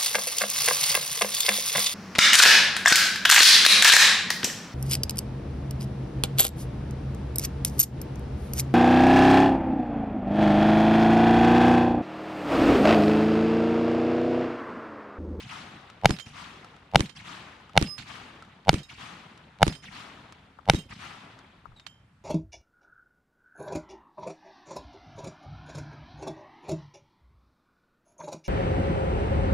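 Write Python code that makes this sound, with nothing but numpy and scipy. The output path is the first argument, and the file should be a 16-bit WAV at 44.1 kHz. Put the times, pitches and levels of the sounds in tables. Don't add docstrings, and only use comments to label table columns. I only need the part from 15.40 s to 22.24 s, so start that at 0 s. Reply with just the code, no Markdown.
import sys
import numpy as np
from scipy import signal
from scipy.fft import rfft, irfft
from scipy.io import wavfile
from scipy.ndimage import uniform_filter1d

SR = 44100
rng = np.random.default_rng(int(sys.argv[2]) if len(sys.argv) > 2 else 0)


def wav_record(signal):
    frames = np.transpose(np.atleast_2d(signal))
    bounded = np.clip(frames, -1, 1)
    quanta = np.round(bounded * 32767).astype(np.int16)
    wavfile.write(sys.argv[1], SR, quanta)


N = 301644
SHORT = 8192
AGE_S, SHORT_HZ = np.arange(SHORT) / SR, np.fft.rfftfreq(SHORT, 1 / SR)
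FRAME_S, FRAME_HZ = np.arange(N // 128 + 5) * 128 / SR, np.fft.rfftfreq(512, 1 / SR)
BUILD_S = .002


def amp(db):
    return 10 ** (np.asarray(db) / 20)

def unit(x):
    return x * np.sqrt(SR / 1000 / np.sum(abs(x) ** 2))

def read(table, hz):
    pitch_hz, value = np.transpose(table)
    return np.interp(np.log(hz + 1), np.log(pitch_hz + 1), value)

def sides(pan_db):
    gains = np.array([amp(pan_db / 2), amp(-pan_db / 2)])
    return gains / np.sqrt(np.mean(gains ** 2, axis=0))

def add(mix, start_s, sound, pan_db=0):
    start = round(start_s * SR)
    sound = (sound * sides(pan_db)[:, None])[:, max(-start, 0):]
    part = mix[:, max(start, 0):][:, :sound.shape[1]]
    part += sound[:, :part.shape[1]]

def envelope(t, swell_s, hold_s, fade_db_per_s):
    return np.clip(t / swell_s, 0, 1) * amp(-fade_db_per_s * np.maximum(t - swell_s - hold_s, 0))

# pitch_hz, likeness
LIKENESS = [(30, .5), (70, .98), (150, 1), (270, .995), (400, .95), (900, .6), (2200, 0.43), (5500, 0.27),
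            (13000, 0.087)]
# pitch_hz, share
PAN_SHARE = [(280, 0), (500, 0.7), (900, 0.99), (2500, 0.019), (6000, 0.049), (12000, 0.29)]
def wash(level, tone, pan_db, patchy_db, lowest_hz=55):
    a, b, c, d, patches = rng.standard_normal((5, len(FRAME_S), len(FRAME_HZ)))
    patches = uniform_filter1d(uniform_filter1d(patches, size=4, axis=0), size=14, axis=1)
    alike = read(LIKENESS, FRAME_HZ)
    left = a + 1j * b
    right = alike * left + np.sqrt(1 - alike ** 2) * (c + 1j * d)
    colour = amp(read(tone, FRAME_HZ))
    frames = np.array([left, right]) * colour / np.linalg.norm(colour)
    frames *= sides(pan_db * read(PAN_SHARE, FRAME_HZ))[:, None]
    frames *= level[:, None] * amp(patchy_db * patches / patches.std())
    noise = np.sqrt(1.5) * signal.istft(frames.transpose(0, 2, 1), nperseg=512, noverlap=384)[1][:, :N]
    return signal.lfilter(*signal.butter(2, lowest_hz, 'high', fs=SR), noise)

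# start_s, body_db, crack_db, last_slap_delay_s, last_crackle_db, echo_db
SHOTS = [(-.205, 0, 0, .049, 0, 1), (0.6569, 2, -2, 0.05, -3.5, -0.5), (1.5577, 1.5, -1.5, .0484, -1, 0),
         (2.3765, 0.5, -1, 0.049, -4.5, -0.5), (3.293, 1.5, -2.2, .0484, -7, -0.5),
         (4.2295, 1.5, -2, 0.05, -4, -0.5), (5.2983, 1, -1.5, 0.048, -12, -0.5)]
ECHOES = {"gravel": (.002, .008, .052, -39.6, 215), "bank": (.19, .024, .004, -44.3, 150),
          "woods": (.266, .052, .046, -42.3, 69), "far": (.33, .09, .11, -49.6, 26)}
# pitch_hz, level_db
GRAVEL_TONE = [(30, -2), (90, -3), (200, -5), (350, -9.5), (600, -14.5), (1200, -18.5), (3000, -15.5),
               (5000, -23.5), (7000, -27.5), (9500, -30.5), (12500, -38), (15000, -57)]
BANK_TONE = [(18, -52), (30, -28.5), (130, 7.5), (275, -17.5), (365, -30), (460, -19.5), (551, -35),
             (712, -16.5), (1290, -17), (2720, -11.5), (9350, -33), (12700, -48), (14100, -72)]
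WOODS_TONE = [(18, -68), (30, -32), (54, -13.5), (141, -7), (177, -2), (202, -2), (415, -16.5), (610, -14),
              (731, -6.5), (1220, -0.5), (1540, -5.5), (3090, -7), (9110, -26.5), (12700, -38.5),
              (14100, -72)]
FAR_TONE = [(20, -24.5), (60, -14), (130, 4.5), (220, -1), (400, -7.5), (580, -8.5), (750, -4),
            (1250, -5.5), (1700, -8), (3600, -13.5), (5500, -27.5), (9000, -38.5), (12400, -45),
            (14100, -64.5)]
def echoes():
    def level(place):
        delay_s, swell_s, hold_s, level_db, fade_db_per_s = ECHOES[place]
        power = 0
        for start_s, *_, echo_db in SHOTS:
            shape = envelope(FRAME_S - start_s - delay_s, swell_s, hold_s, fade_db_per_s)
            power += (amp(level_db + echo_db) * shape) ** 2
        return np.sqrt(power)
    return (wash(level("gravel"), GRAVEL_TONE, pan_db=-11.5, patchy_db=4.5)
            + wash(level("bank"), BANK_TONE, pan_db=5, patchy_db=4.5)
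            + wash(level("woods"), WOODS_TONE, pan_db=19, patchy_db=1.84)
            + wash(level("far"), FAR_TONE, pan_db=6.5, patchy_db=2.06))

# pitch_hz, level_db
AIR_TONE = [(18, -33), (30, -3), (70, 0), (207, -10.5), (346, -27.5), (1500, -22), (2940, -32),
            (6190, -42.5), (8880, -43), (14100, -56.5)]
def still_air(level_db=-60.5):
    return wash(np.full(len(FRAME_S), amp(level_db)), AIR_TONE, pan_db=-1.5, patchy_db=1.5)

def pulse(tone):
    log_gain = np.log(amp(read(tone, abs(np.fft.fftfreq(SHORT, 1 / SR)))))
    spectrum = np.exp(np.conj(signal.hilbert(log_gain)))
    return unit(np.fft.ifft(spectrum).real)

# pitch_hz, difference_db
SIDE_DIFFERENCE = [(700, -8.5), (1300, -6.5), (2500, -10), (6000, -9), (9000, 0), (12000, -12)]
def burst(tone, decay_s, apart):
    t = AGE_S - BUILD_S
    shape = np.exp(np.where(t < 0, t * 4000, -t / decay_s))
    shared, different = rfft(rng.standard_normal((2, SHORT)) * shape)
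    spectrum = shared + apart * amp(read(SIDE_DIFFERENCE, SHORT_HZ)) * np.array([different, -different])
    evened = spectrum / (abs(spectrum) + 1e-9) ** .6
    puff = irfft(evened * rfft(pulse(tone))) * (AGE_S < AGE_S[-1] / 2)
    return np.sqrt(2) * unit(puff)

# start_s, pop_db, grit_db, pan_db
SHELLS = [(.5, -42.5, -42, 1), (1.246, -43, -43, -2), (1.364, -50, -50, -3), (2.295, -42, -50, 3),
          (3.024, -37, -44, -1), (3.05, -60, -53, 2), (3.976, -53, -47, -2), (4.924, -46, -40, -1),
          (5.99, -47.5, -45.5, 1)]
# pitch_hz, level_db
CRACKLE_TONE = [(300, -15.5), (1000, 4), (2300, 0), (4000, -1), (6000, -5.5), (9000, -12), (13000, -29),
                (15000, -46)]
def falling_shells(tube_hz=1290, ring_s=.039):
    out = np.zeros((2, N))
    for start_s, pop_db, grit_db, pan_db in SHELLS:
        pop = np.sin(2 * np.pi * tube_hz * rng.uniform(.97, 1.03) * AGE_S)
        add(out, start_s, pop * amp(pop_db - 60 * AGE_S / ring_s), pan_db)
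        add(out, start_s - BUILD_S, amp(grit_db) * burst(CRACKLE_TONE, decay_s=.0035, apart=1.2), pan_db)
    return out

def from_right(x, lag_s):
    return np.array([np.interp(AGE_S - lag_s, AGE_S, x, left=0), x])

# pitch_hz, level_db
BOOM_TONE = [(15, -10.5), (40, -0.5), (90, -3.5), (150, 6.5), (220, -6), (330, -15.5), (600, -26),
             (2000, -55.5)]
BARK_TONE = [(150, -35), (350, -21), (480, -7.5), (620, -3.5), (800, 1.5), (920, -4), (1080, -16.5),
             (2500, -49)]
CRACK_TONE = [(300, -32.5), (900, -10.5), (1300, 2), (2200, 1.5), (3000, 1), (3800, -1), (5000, -7),
              (6300, -11), (7500, -19.5), (9300, -17), (10500, -28), (13000, -25.5), (14500, -48)]
def blasts(stutter_gap_s=.0103, dull_hz=4400, bounce_s=.001368):
    out = np.zeros((2, N))
    boom = amp(-6.3) * from_right(pulse(BOOM_TONE), lag_s=.00016)
    bark = amp(-4.2) * from_right(pulse(BARK_TONE), lag_s=.0001)
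    dull = signal.butter(1, dull_hz, fs=SR)
    for start_s, body_db, crack_db, *_ in SHOTS:
        tick = amp(-47) * burst(CRACK_TONE, decay_s=.0015, apart=.9)
        add(out, start_s - .0425 - BUILD_S, tick)
        for step in range(4):
            at_s, drop = start_s - step * stutter_gap_s, step ** 1.25
            if step == 0:
                crack = burst(CRACK_TONE, decay_s=.0008, apart=.8)
            else:
                crack = amp(-10.5) * signal.lfilter(*dull, burst(CRACK_TONE, decay_s=.0015, apart=1.3))
            crack *= amp(crack_db - 3.1 - 10.5 * drop)
            body_gain = amp(body_db - 9.3 * drop)
            add(out, at_s + .00037, -body_gain * boom)
            add(out, at_s - .0011, body_gain * bark, pan_db=-1)
            add(out, at_s - BUILD_S, crack)
            add(out, at_s - BUILD_S + bounce_s, amp(-6) * crack)
    return out

# delay_s, level_db
PUSHES = [(-.007, -22.7), (.038, -24.7)]
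# pitch_hz, level_db
THUD_TONE = [(30, -1), (70, -5), (200, -21), (600, -40), (2000, -70)]
def pressure_waves():
    out = np.zeros((2, N))
    push = np.outer([1, -1], pulse(THUD_TONE))
    for start_s, *_ in SHOTS:
        for delay_s, level_db in PUSHES:
            add(out, start_s + delay_s, amp(level_db) * push)
    return out

def whine(hz, rough):
    a, b = uniform_filter1d(rng.standard_normal((2, SR)), size=256, axis=1)[:, :len(hz)] * np.sqrt(128)
    waver = 1 + rough * (a + 1j * b)
    return (waver * np.exp(2j * np.pi * np.cumsum(hz) / SR)).real

# loudest_s, length_s, level_db
NOTES = [(.73, .1, -42.5), (2.516, .161, -34), (4.302, .07, -44), (4.39, .15, -55)]
# pitch_hz, level_db
NOTE_TONES = [(1190, -19), (5082, -1), (8969, -19.5), (10481, -27.5), (12861, -33)]
def singing_steel(ends_db=-26):
    out = np.zeros((2, N))
    for loudest_s, length_s, level_db in NOTES:
        n = round(length_s * SR)
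        swell = amp(level_db + ends_db * np.linspace(-1, 1, n) ** 2) * signal.windows.tukey(n, .15)
        note = sum(amp(db) * whine(np.full(n, hz), rough=.18) for hz, db in NOTE_TONES)
        add(out, loudest_s - length_s / 2, swell * note, pan_db=-10)
    return out

# pitch_hz, level_db
EARLY_SLAP_TONE = [(30, -13.5), (100, -5), (200, -6.5), (350, 0.5), (450, -11.5), (700, -23), (1200, -30),
                   (4000, -57)]
DEEP_SLAP_TONE = [(25, -1), (70, 4), (140, 4.5), (230, -2), (350, -13.5), (600, -19), (1200, -46),
                  (4000, -64.5)]
def slaps(first_s=.037, middle_s=.0462):
    out = np.zeros((2, N))
    early, deep = pulse(EARLY_SLAP_TONE), pulse(DEEP_SLAP_TONE)
    for start_s, _, _, last_s, crackle_db, _ in SHOTS:
        add(out, start_s + first_s + .001, -amp(-15) * from_right(early, lag_s=.00034), pan_db=-4)
        add(out, start_s + middle_s, amp(-19) * early, pan_db=-5)
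        add(out, start_s + last_s + .002, -amp(-12) * deep, pan_db=3.5)
        first_crackle = amp(-26.7) * burst(CRACKLE_TONE, decay_s=.002, apart=2.2)
        last_crackle = amp(crackle_db - 15) * burst(CRACKLE_TONE, decay_s=.0018, apart=2.8)
        add(out, start_s + first_s - BUILD_S, first_crackle, pan_db=-6)
        add(out, start_s + last_s - BUILD_S, last_crackle, pan_db=-6)
    return out

# pitch_hz, level_db, ring_s (time to fade by 60 dB)
STEEL_TONES = [(2000, -15, .15), (2780, -7, 0.17), (3138, -8, 0.39), (3540, -25, .15), (3800, -12, 0.19),
               (4355, -6.5, .12), (4760, -11, .12), (5095, -8, 0.48), (5685, -13.5, .2), (6465, -9, .2),
               (6800, -9, 0.32), (7628, -13, 0.18), (8550, -7.5, .17), (8990, -17, .3), (11070, -31.5, .4),
               (11666, -20.5, .25), (12880, -26, .2)]
def steel_ring(rise_s, struck_hz, grip_db_per_s, others_db=-4.5):
    t = np.arange(SR // 3) / SR
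    hz, db, ring_s = np.transpose(STEEL_TONES)[:, :, None]
    struck = np.exp(-(np.log(hz / struck_hz) / .06) ** 2)
    strength_db = (1 - struck) * (db + others_db + 2 * rng.standard_normal(db.shape))
    phase = 2 * np.pi * rng.random(db.shape) + 1.1 * rng.standard_normal((2, *db.shape))
    throb = 1.4 + .7 * np.cos(2 * np.pi * (rng.uniform(15, 70, db.shape) * t + rng.random(db.shape)))
    fade = amp(strength_db - (60 / ring_s + grip_db_per_s) * t)
    tones = fade * throb * np.sin(2 * np.pi * hz * t + phase)
    return tones.sum(1) * (1 - np.exp(-t / rise_s))

# pitch_hz, level_db
CLACK_TONE = [(300, -15), (800, -0.5), (1600, 3.5), (2500, 5), (4200, 4.5), (5500, -4), (8000, -13.5),
              (12500, -26), (15000, -37)]
def reloading(delay_s=.046, rattle_s=.054):
    out = np.zeros((2, N))
    for start_s, *_ in SHOTS:
        ring = steel_ring(rise_s=.006, struck_hz=8550, grip_db_per_s=200, others_db=0)
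        add(out, start_s + delay_s, amp(-46.5) * ring, pan_db=-14)
        for late, size in rng.random((3, 2)):
            rattle = amp(-44 + 3.3 * size - 10.6 * late) * burst(CLACK_TONE, decay_s=.002, apart=2.4)
            add(out, start_s + delay_s + rattle_s * late, rattle, pan_db=-28)
    return out

def glide(from_hz, to_hz, glide_s):
    return to_hz + (from_hz - to_hz) * np.exp(-AGE_S / glide_s)

def flutter(delay_s=.052):
    out = np.zeros((2, N))
    pitch_hz = glide(from_hz=520, to_hz=132, glide_s=.017)
    level = amp(-32.5) * envelope(AGE_S, swell_s=.028, hold_s=.008, fade_db_per_s=490)
    for start_s, *_ in SHOTS:
        add(out, start_s + delay_s, level * whine(pitch_hz, rough=.45))
    return out

# start_s, hit_db, decay_s, ring_db, struck_hz, pan_db
CLACKS = [(.765, -42.5, .005, -54, 3800, -2), (.787, -38, .0044, -50, 4355, -13),
          (.797, -39.5, .009, -41.5, 3140, -15), (1.657, -43, .008, -54, 3800, 0),
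          (1.694, -44, .01, -55, 3140, -17), (2.472, -49, .01, -51, 2780, -3),
          (2.581, -39.5, .02, -50, 4355, -13), (3.382, -47, .02, -50, 3140, -9),
          (3.431, -58, .008, -48, 3900, -14), (4.324, -42.5, .01, -47, 3140, -3),
          (4.351, -46, .009, -47.5, 3140, -19), (5.353, -46, .003, -39.5, 3800, -16),
          (5.385, -51, .007, -44.5, 2780, -13), (5.39, -52, .006, -47.5, 3140, -19),
          (6.3975, -49, .005, -69, 3800, 1), (6.466, -36, .005, -53.5, 3140, -11)]
def clacks(lowered_s=5.7):
    out = np.zeros((2, N))
    for start_s, hit_db, decay_s, ring_db, struck_hz, pan_db in CLACKS:
        length_gain = np.sqrt(decay_s / .00089)
        hit = length_gain * burst(CLACK_TONE, decay_s, apart=1.9)
        ring = steel_ring(.00085, struck_hz, grip_db_per_s=110 if start_s < lowered_s else 0)
        add(out, start_s - BUILD_S, amp(hit_db) * hit, pan_db)
        add(out, start_s, amp(ring_db) * ring, pan_db / 2)
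    return out

# start_s, level_db, pan_db
KNOCKS = [(5.188, -34.5, 17), (6.256, -32, 20), (6.319, -46.5, 15)]
# pitch_hz, level_db
KNOCK_TONE = [(150, -23), (500, -5), (900, 5.5), (1300, 10), (2000, -19.5), (4000, -30), (12000, -42),
              (15000, -37)]
def knocks():
    out = np.zeros((2, N))
    for start_s, level_db, pan_db in KNOCKS:
        add(out, start_s - BUILD_S, amp(level_db) * burst(KNOCK_TONE, decay_s=.004, apart=.9), pan_db)
    return out

def low_bump(start_s=6.262):
    level = amp(-46) * envelope(FRAME_S - start_s, swell_s=.02, hold_s=.005, fade_db_per_s=190)
    return wash(level, THUD_TONE, pan_db=0, patchy_db=1.5, lowest_hz=11)

def squeak(start_s=6.361, octave_db=-18):
    out = np.zeros((2, N))
    pitch_hz = glide(from_hz=4020, to_hz=3650, glide_s=.025)
    level = amp(-54) * envelope(AGE_S, swell_s=.005, hold_s=.004, fade_db_per_s=250)
    tone = whine(pitch_hz, rough=.86) + amp(octave_db) * whine(2 * pitch_hz, rough=.78)
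    add(out, start_s, level * tone)
    return out

def scene():
    shots = blasts() + pressure_waves() + slaps() + flutter()
    outdoors = echoes() + still_air()
    gun = reloading() + clacks() + singing_steel() + squeak()
    return shots + outdoors + gun + falling_shells() + knocks() + low_bump()

def record(dry, highest_hz=14200):
    flattened = dry / (1 + dry ** 8) ** (1 / 8)
    treble_cut = signal.firwin(151, highest_hz, window=("kaiser", 7), fs=SR)
    return signal.oaconvolve(flattened, treble_cut[None], "same")


dry = scene()
out = record(dry)
wav_record(out)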